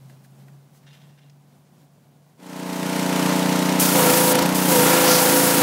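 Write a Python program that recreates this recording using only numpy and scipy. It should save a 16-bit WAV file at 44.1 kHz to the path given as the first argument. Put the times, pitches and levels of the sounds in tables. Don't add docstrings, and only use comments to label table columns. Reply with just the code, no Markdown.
import sys
import numpy as np
from scipy import signal
from scipy.fft import rfft, irfft
from scipy.io import wavfile

SR = 44100
rng = np.random.default_rng(int(sys.argv[2]) if len(sys.argv) > 2 else 0)


def output_pcm(signal):
    pcm = np.clip(np.atleast_2d(signal).T, -1, 1) * 32767
    wavfile.write(sys.argv[1], SR, np.round(pcm).astype(np.int16))


def level_to_linear(level):
    exponent = np.asarray(level, float) / 20
    return 10 ** exponent


N = 247842

FADE_AT_S, FADE_S = 2.371, 0.93
LOAD_LAG_S = 0.097

# (opens [s], slackens [s], first burst [dB])
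PULLS = [
    (3.797, 4.331, 9.5),
    (4.547, 6.0, 7),
]


def seconds():
    return np.arange(N) / SR


def rms_one(x):
    return x / np.sqrt(np.mean(x ** 2) + 1e-20)


def in_time(rows):
    s, *columns = np.transpose(rows)
    return [np.interp(seconds(), s, column) for column in columns]


def drift(rate_hz):
    r = np.exp(-80 * np.pi * rate_hz / SR)
    slow = signal.lfilter([1], [1, -2 * r, r * r], rng.standard_normal(N // 40 + 2002))
    slow = slow[2000:]
    return np.interp(np.arange(N) / 40, np.arange(len(slow)), rms_one(slow))


def resonance(x, hz, width_hz):
    r = np.exp(-np.pi * width_hz / SR)
    feedback = [1, -2 * r * np.cos(2 * np.pi * hz / SR), r * r]
    return signal.lfilter(np.array([1, 0, -1]) * (1 - r * r) / 2, feedback, x)


def band(low_hz, high_hz):
    sos = signal.butter(2, [low_hz, high_hz], "band", fs=SR, output="sos")
    return rms_one(signal.sosfilt(sos, rng.standard_normal(N)))


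def coloured(spectrum, patchy_db):
    hz, db = np.transpose(spectrum)
    edges_hz = 35 * 2 ** np.arange(0, 9.1, .5)
    together = drift(4.0)
    white = rng.standard_normal((2, N))
    out = 0
    for k, (low, high) in enumerate(zip(edges_hz, edges_hz[1:])):
        level_db = np.interp(np.log(low * high) / 2, np.log(hz), db)
        sos = signal.butter(2, [low, high], "band", fs=SR, output="sos")
        noise = signal.sosfilt(sos, white[k % 2])
        out = out + level_to_linear(level_db + patchy_db * (1.7 * together + drift(19.0))) * noise
    return rms_one(out)


def bumps(rows):
    return sum(level_to_linear(db) * np.exp(-((seconds() - s) / half_s) ** 2) for s, db, half_s in rows)


def fade_in():
    return np.clip((seconds() - FADE_AT_S) / FADE_S, 0, 1)


def yard():
    # (time [s], pitch [Hz], level [dB])
    far_drone = [
        (0.0, 136, -49),
        (0.05, 134.4, -46),
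        (0.26, 135, -50.5),
        (0.36, 138.2, -48),
        (1.12, 143.3, -52),
        (2.06, 143, -61),
        (2.4, 147, -55),
    ]
    # (frequency [Hz], density [dB per Hz])
    air_spectrum = [(24, -66), (40, -40), (115, -14), (147, -3), (269, -13), (433, -21), (646, -17.5),
                    (790, -21), (1760, -31.5), (9220, -37), (16000, -39)]
    hz, drone_db = in_time(far_drone)
    phase = 2 * np.pi * np.cumsum(hz + 0.4 * drift(11.0)) / SR
    drone = np.sqrt(2) * np.sin(phase) * level_to_linear(drone_db + 2.8 * drift(2.3))
    air_db, calms_db_per_s = -54.5, 0.85
    air = level_to_linear(air_db - calms_db_per_s * seconds()) * coloured(air_spectrum, patchy_db=0.65)
    return (1 - fade_in()) * (drone + air)


def scuffs():
    # (time [s], level [dB], half length [s])
    brushes = [
        (0.1, -63, 0.02),
        (0.25, -61, 0.018),
        (0.765, -61, 0.032),
        (0.95, -65, 0.03),
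    ]
    return bumps(brushes) * band(1500, 15000)


def ticks():
    # (time [s], peak level [dB], pitch [Hz], decay by 60 dB [s])
    knocks = [
        (0.097, -35.5, 1580, 0.05),
        (0.246, -40, 1730, 0.056),
        (0.482, -34, 1700, 0.04),
        (0.7468, -41, 1150, 0.05),
        (0.7744, -53, 6000, 0.05),
        (0.83, -43, 1960, 0.09),
        (1.0161, -45, 3550, 0.05),
        (1.2976, -41, 5200, 0.03),
        (1.2985, -42, 2200, 0.03),
    ]
    out, t = np.zeros(N), np.arange(SR // 5) / SR
    noises = rng.standard_normal((len(knocks), len(t)))
    for (s, db, hz, t60_s), noise in zip(knocks, noises):
        burst = np.diff(noise, prepend=0) * 0.13 + resonance(noise, hz, 0.31 * hz + 50) * 2.0
        out[round(s * SR):][:len(t)] += level_to_linear(db - 8 - 60 * t / np.clip(t60_s, .01, .3)) * burst
    return out


def chatter():
    # (time [s], level [dB], rise [s], pitch rung most [Hz])
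    rattles = [
        (0.875, -57.5, 0.019, 3800),
        (0.935, -60.5, 0.01, 3500),
        (1.02, -70, 0.022, 3200),
        (1.1, -74, 0.05, 2800),
        (1.19, -67, 0.03, 3500),
        (1.23, -74, 0.021, 3300),
    ]
    # (frequency [Hz], width [Hz], level [dB])
    part_modes = [(1820, 60, -3), (2780, 73, 3), (3080, 22, -2), (3260, 31, -1), (3460, 50, 0),
                  (3740, 26, 0), (5020, 30, 1), (5720, 50, -2)]
    dies_db_per_s, scrape_db, off_pitch_db_per_oct2 = 145, 0.5, 9
    contacts_per_s = 1500
    clicks = (rng.random(N) < contacts_per_s / SR) * rng.standard_normal(N) + 1e-18
    modes = np.array([level_to_linear(db) * rms_one(resonance(clicks, hz, width_hz)) for hz, width_hz, db in part_modes])
    scrape = rms_one(resonance(resonance(clicks, 1700, 2100), 1700, 2700))
    out, t = 0, seconds()
    for s, db, rise_s, hz in rattles:
        octaves_off = np.log2(np.array(part_modes)[:, 0] / hz)
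        share = level_to_linear(-off_pitch_db_per_oct2 * octaves_off ** 2)
        rise = np.clip(1 + (t - s) / rise_s, 0, 1)
        knock = rise * level_to_linear(db - dies_db_per_s * np.maximum(t - s, 0))
        out = out + knock * (rms_one(share @ modes) + level_to_linear(scrape_db) * scrape)
    return out


def thumps():
    # (time [s], peak level [dB], pitch [Hz])
    jolts = [
        (3.79, -52, 40),
        (4.11, -38, 70),
        (4.39, -50, 40),
        (4.53, -42, 40),
        (5.11, -44, 45.03),
    ]
    out, t = np.zeros(N), np.arange(SR // 8) / SR
    for s, db, hz in jolts:
        out[round(s * SR):][:len(t)] += level_to_linear(db) * np.sin(2 * np.pi * hz * t) * np.exp(-t / 0.021)
    return out


def settle(start_s):
    governor_hz, settles_s = 3.0, 0.125
    t, w = np.maximum(seconds() - start_s, 0), 2 * np.pi * governor_hz
    return 1 - np.exp(-t / settles_s) * (np.cos(w * t) + np.sin(w * t) / (w * settles_s))


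def pump_load():
    unload_lag_s = 0.058
    return sum(settle(opens + LOAD_LAG_S) - settle(slackens + unload_lag_s) for opens, slackens, _ in PULLS)


def surge():
    surge_s = 0.13
    since = [np.maximum(seconds() - opens - LOAD_LAG_S, 0) / surge_s for opens, _, _ in PULLS]
    return sum(x * x * np.exp(2 - 2 * x) for x in since)


def firing_cycle(load):
    free_hz, sag_hz, first_firing = 30.16, 2.13, .35
    return first_firing + np.cumsum(free_hz - sag_hz * load) / SR - free_hz * FADE_AT_S


def puff(cycle, at, sharp):
    return 2 * np.exp(sharp * (np.cos(2 * np.pi * (cycle - at)) - 1)) - 1


def causal_orders(orders):
    gain = level_to_linear(np.array(orders)[:, 1])
    log_gain = np.log(np.r_[gain[0], gain, np.full(12, gain[-1] / 8)])
    cepstrum = irfft(log_gain)
    cepstrum[1:len(log_gain) - 1] *= 2
    cepstrum[len(log_gain):] = 0
    return np.exp(rfft(cepstrum))[1:len(gain) + 1] / np.sqrt(np.sum(gain ** 2) / 2)


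def engine(cycle, load):
    # (multiple of firing rate [1], level [dB])
    free_orders = [(1, -57), (2, -37), (3, -53.5), (4, -21), (5, -6), (6, 3.5), (7, -6.5), (8, -4.5),
                   (9, 0.5), (10, -0.5), (11, -20), (12, -11), (13, -9), (14, -24.5), (15, -7), (16, -11.5),
                   (17, -10.5), (18, -13), (19, -9), (20, -14), (21, -34.5), (22, -7.5), (23, -31),
                   (24, -25), (25, -72), (26, -19), (27, -34), (28, -8.5), (29, -33), (30, -7), (31, -19.5),
                   (32, -9), (33, -20.5), (34, -23), (35, -11.5), (36, -48)]
    # (multiple of firing rate [1], level [dB])
    loaded_orders = [(1, -52), (2, -44), (3, -36.5), (4, -21), (5, -8.5), (6, -2.5), (7, -2), (8, -26.5),
                     (9, -4), (10, 1.5), (11, -10), (12, -1.5), (13, -30.5), (14, -35), (15, -10),
                     (16, -6.5), (17, -13), (18, 5.5), (19, -9.5), (20, -35), (21, -5.5), (22, -21),
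                     (23, -36), (24, -30), (25, -8), (26, -14.5), (27, -33), (28, -11.5), (29, -8.5),
                     (30, -13), (31, -17.5), (32, -7.5), (33, -19.5), (34, -1.5), (35, -9.5), (36, -21)]
    # (frequency [Hz], density [dB per Hz])
    casing_spectrum = [(24, -76), (40, -66), (96, -49), (180, -8.5), (226, -13), (290, 12), (345, -18),
                       (455, -12.5), (751, -10), (918, -12.5), (1090, -11.5), (10400, -25), (16000, -31.5)]
    exhaust_db, casing_db, casing_loaded_db, surge_whine_db = -19.5, -24.0, 2.5, 2
    load = np.clip(1.47 * load - 0.2, 0, 1)
    whine = level_to_linear(0.84 + surge_whine_db * surge())
    wobble = cycle + 0.0023 * drift(6.6)
    tone = np.zeros(N)
    pairs = zip(causal_orders(free_orders), causal_orders(loaded_orders))
    for multiple, (free, loaded) in enumerate(pairs, 1):
        height = np.sqrt(1 - load) * free + np.sqrt(load) * loaded * whine
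        height = height * level_to_linear((0.43 + 1.33 * load) * drift(5.0))
        tone += np.real(height * np.exp(2j * np.pi * multiple * wobble))
    casing = coloured(casing_spectrum, patchy_db=0.36) * level_to_linear(2.38 * puff(cycle, 0.24, sharp=4.4))
    boom = signal.sosfilt(signal.butter(2, 450, fs=SR, output="sos"), casing)
    boom_db = (4.5 + 1.6 * load) * puff(cycle, 0.33 - 0.15 * load, sharp=2.7)
    casing = casing + boom * (level_to_linear(boom_db) - 1)
    return level_to_linear(exhaust_db) * tone + level_to_linear(casing_db + casing_loaded_db * load) * casing


def jet_hiss(load):
    jet_db, pressure_db, burst_s = -23.0, 6.5, 0.086
    slack_drop_db, slack_dies_db_per_s, surge_hiss_db = 10.5, 42, 1
    t, hiss, slack = seconds(), np.zeros(N), np.zeros(N)
    for opens, slackens, burst_db in PULLS:
        burst = burst_db * np.exp(-np.maximum(t - opens, 0) / burst_s)
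        held_db = jet_db + pressure_db * (np.minimum(load, 1) - 1) + surge_hiss_db * surge() + burst
        dying_db = jet_db - slack_drop_db - slack_dies_db_per_s * (t - slackens)
        hiss = np.where(t < opens, hiss, level_to_linear(np.where(t < slackens, held_db, dying_db)))
        slack = np.where(t < opens, slack, t > slackens)
    return hiss, slack


def jet(cycle, load):
    # (frequency [Hz], density [dB per Hz])
    spray_spectrum = [(880, -40.5), (1500, 8), (1960, -15), (2120, -5), (3380, -10), (4830, -3), (7030, -3),
                      (14100, 1.5), (16000, -6)]
    # (time [s], level [dB])
    pan_hits = [
        (3.8, -33.5),
        (4.052, -23),
        (4.524, -42.5),
        (4.888, -21.5),
        (5.036, -25),
        (5.082, -20.5),
        (5.168, -27),
        (5.608, -29),
        (5.62, -16),
    ]
    # (frequency [Hz], width [Hz], level [dB])
    pan_rings = [(1033, 34, -12.5), (1379, 38, -6.5), (1700, 31, -13), (2064, 230, -23.5)]
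    # (time [s], level [dB], half length [s])
    edge_splashes = [
        (3.875, -32, 0.064),
        (4.396, -36, 0.039),
        (5.123, -22, 0.076),
    ]
    throb_db, sputter_db = 1.5, 11.5
    hiss, slack = jet_hiss(load)
    sputter = slack * np.clip(3.3 * load + 0.64, 0, 1) * puff(cycle, 0.32, sharp=1.6)
    strokes_db = throb_db * puff(cycle, 0.23, sharp=0.41) + sputter_db * sputter
    strokes_db = strokes_db + 0.5 * np.cos(4 * np.pi * (cycle - .1))
    spray = hiss * level_to_linear(2.5) * coloured(spray_spectrum, patchy_db=0.66)
    rings = sum(level_to_linear(db) * rms_one(resonance(rng.standard_normal(N), hz, width_hz))
                for hz, width_hz, db in pan_rings)
    drumming = level_to_linear(-2.5) * band(720, 3400) + level_to_linear(-3.0) * band(250, 870) + rings
    pan = (hiss > 0) * level_to_linear(in_time(pan_hits)[0]) * drumming
    splash = bumps(edge_splashes) * band(4100, 6500)
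    return level_to_linear(strokes_db) * (spray + pan + splash)


def scene():
    load = pump_load()
    cycle = firing_cycle(load)
    background = yard() + scuffs() + ticks() + chatter()
    washer = thumps() + fade_in() * engine(cycle, load) + jet(cycle, load)
    mono = background + washer
    return np.array([mono, mono])


def low_pass(x):
    return signal.sosfilt(signal.butter(12, 16430, fs=SR, output="sos"), x)


def record(dry):
    rounded = 0.94 * np.tanh(dry / 0.96)
    cutoff_hz = 15750
    cut = signal.sosfilt(signal.ellip(12, .5, 45, cutoff_hz, fs=SR, output="sos"), rounded)
    return low_pass(cut)


dry = scene()
out = record(dry)
output_pcm(out)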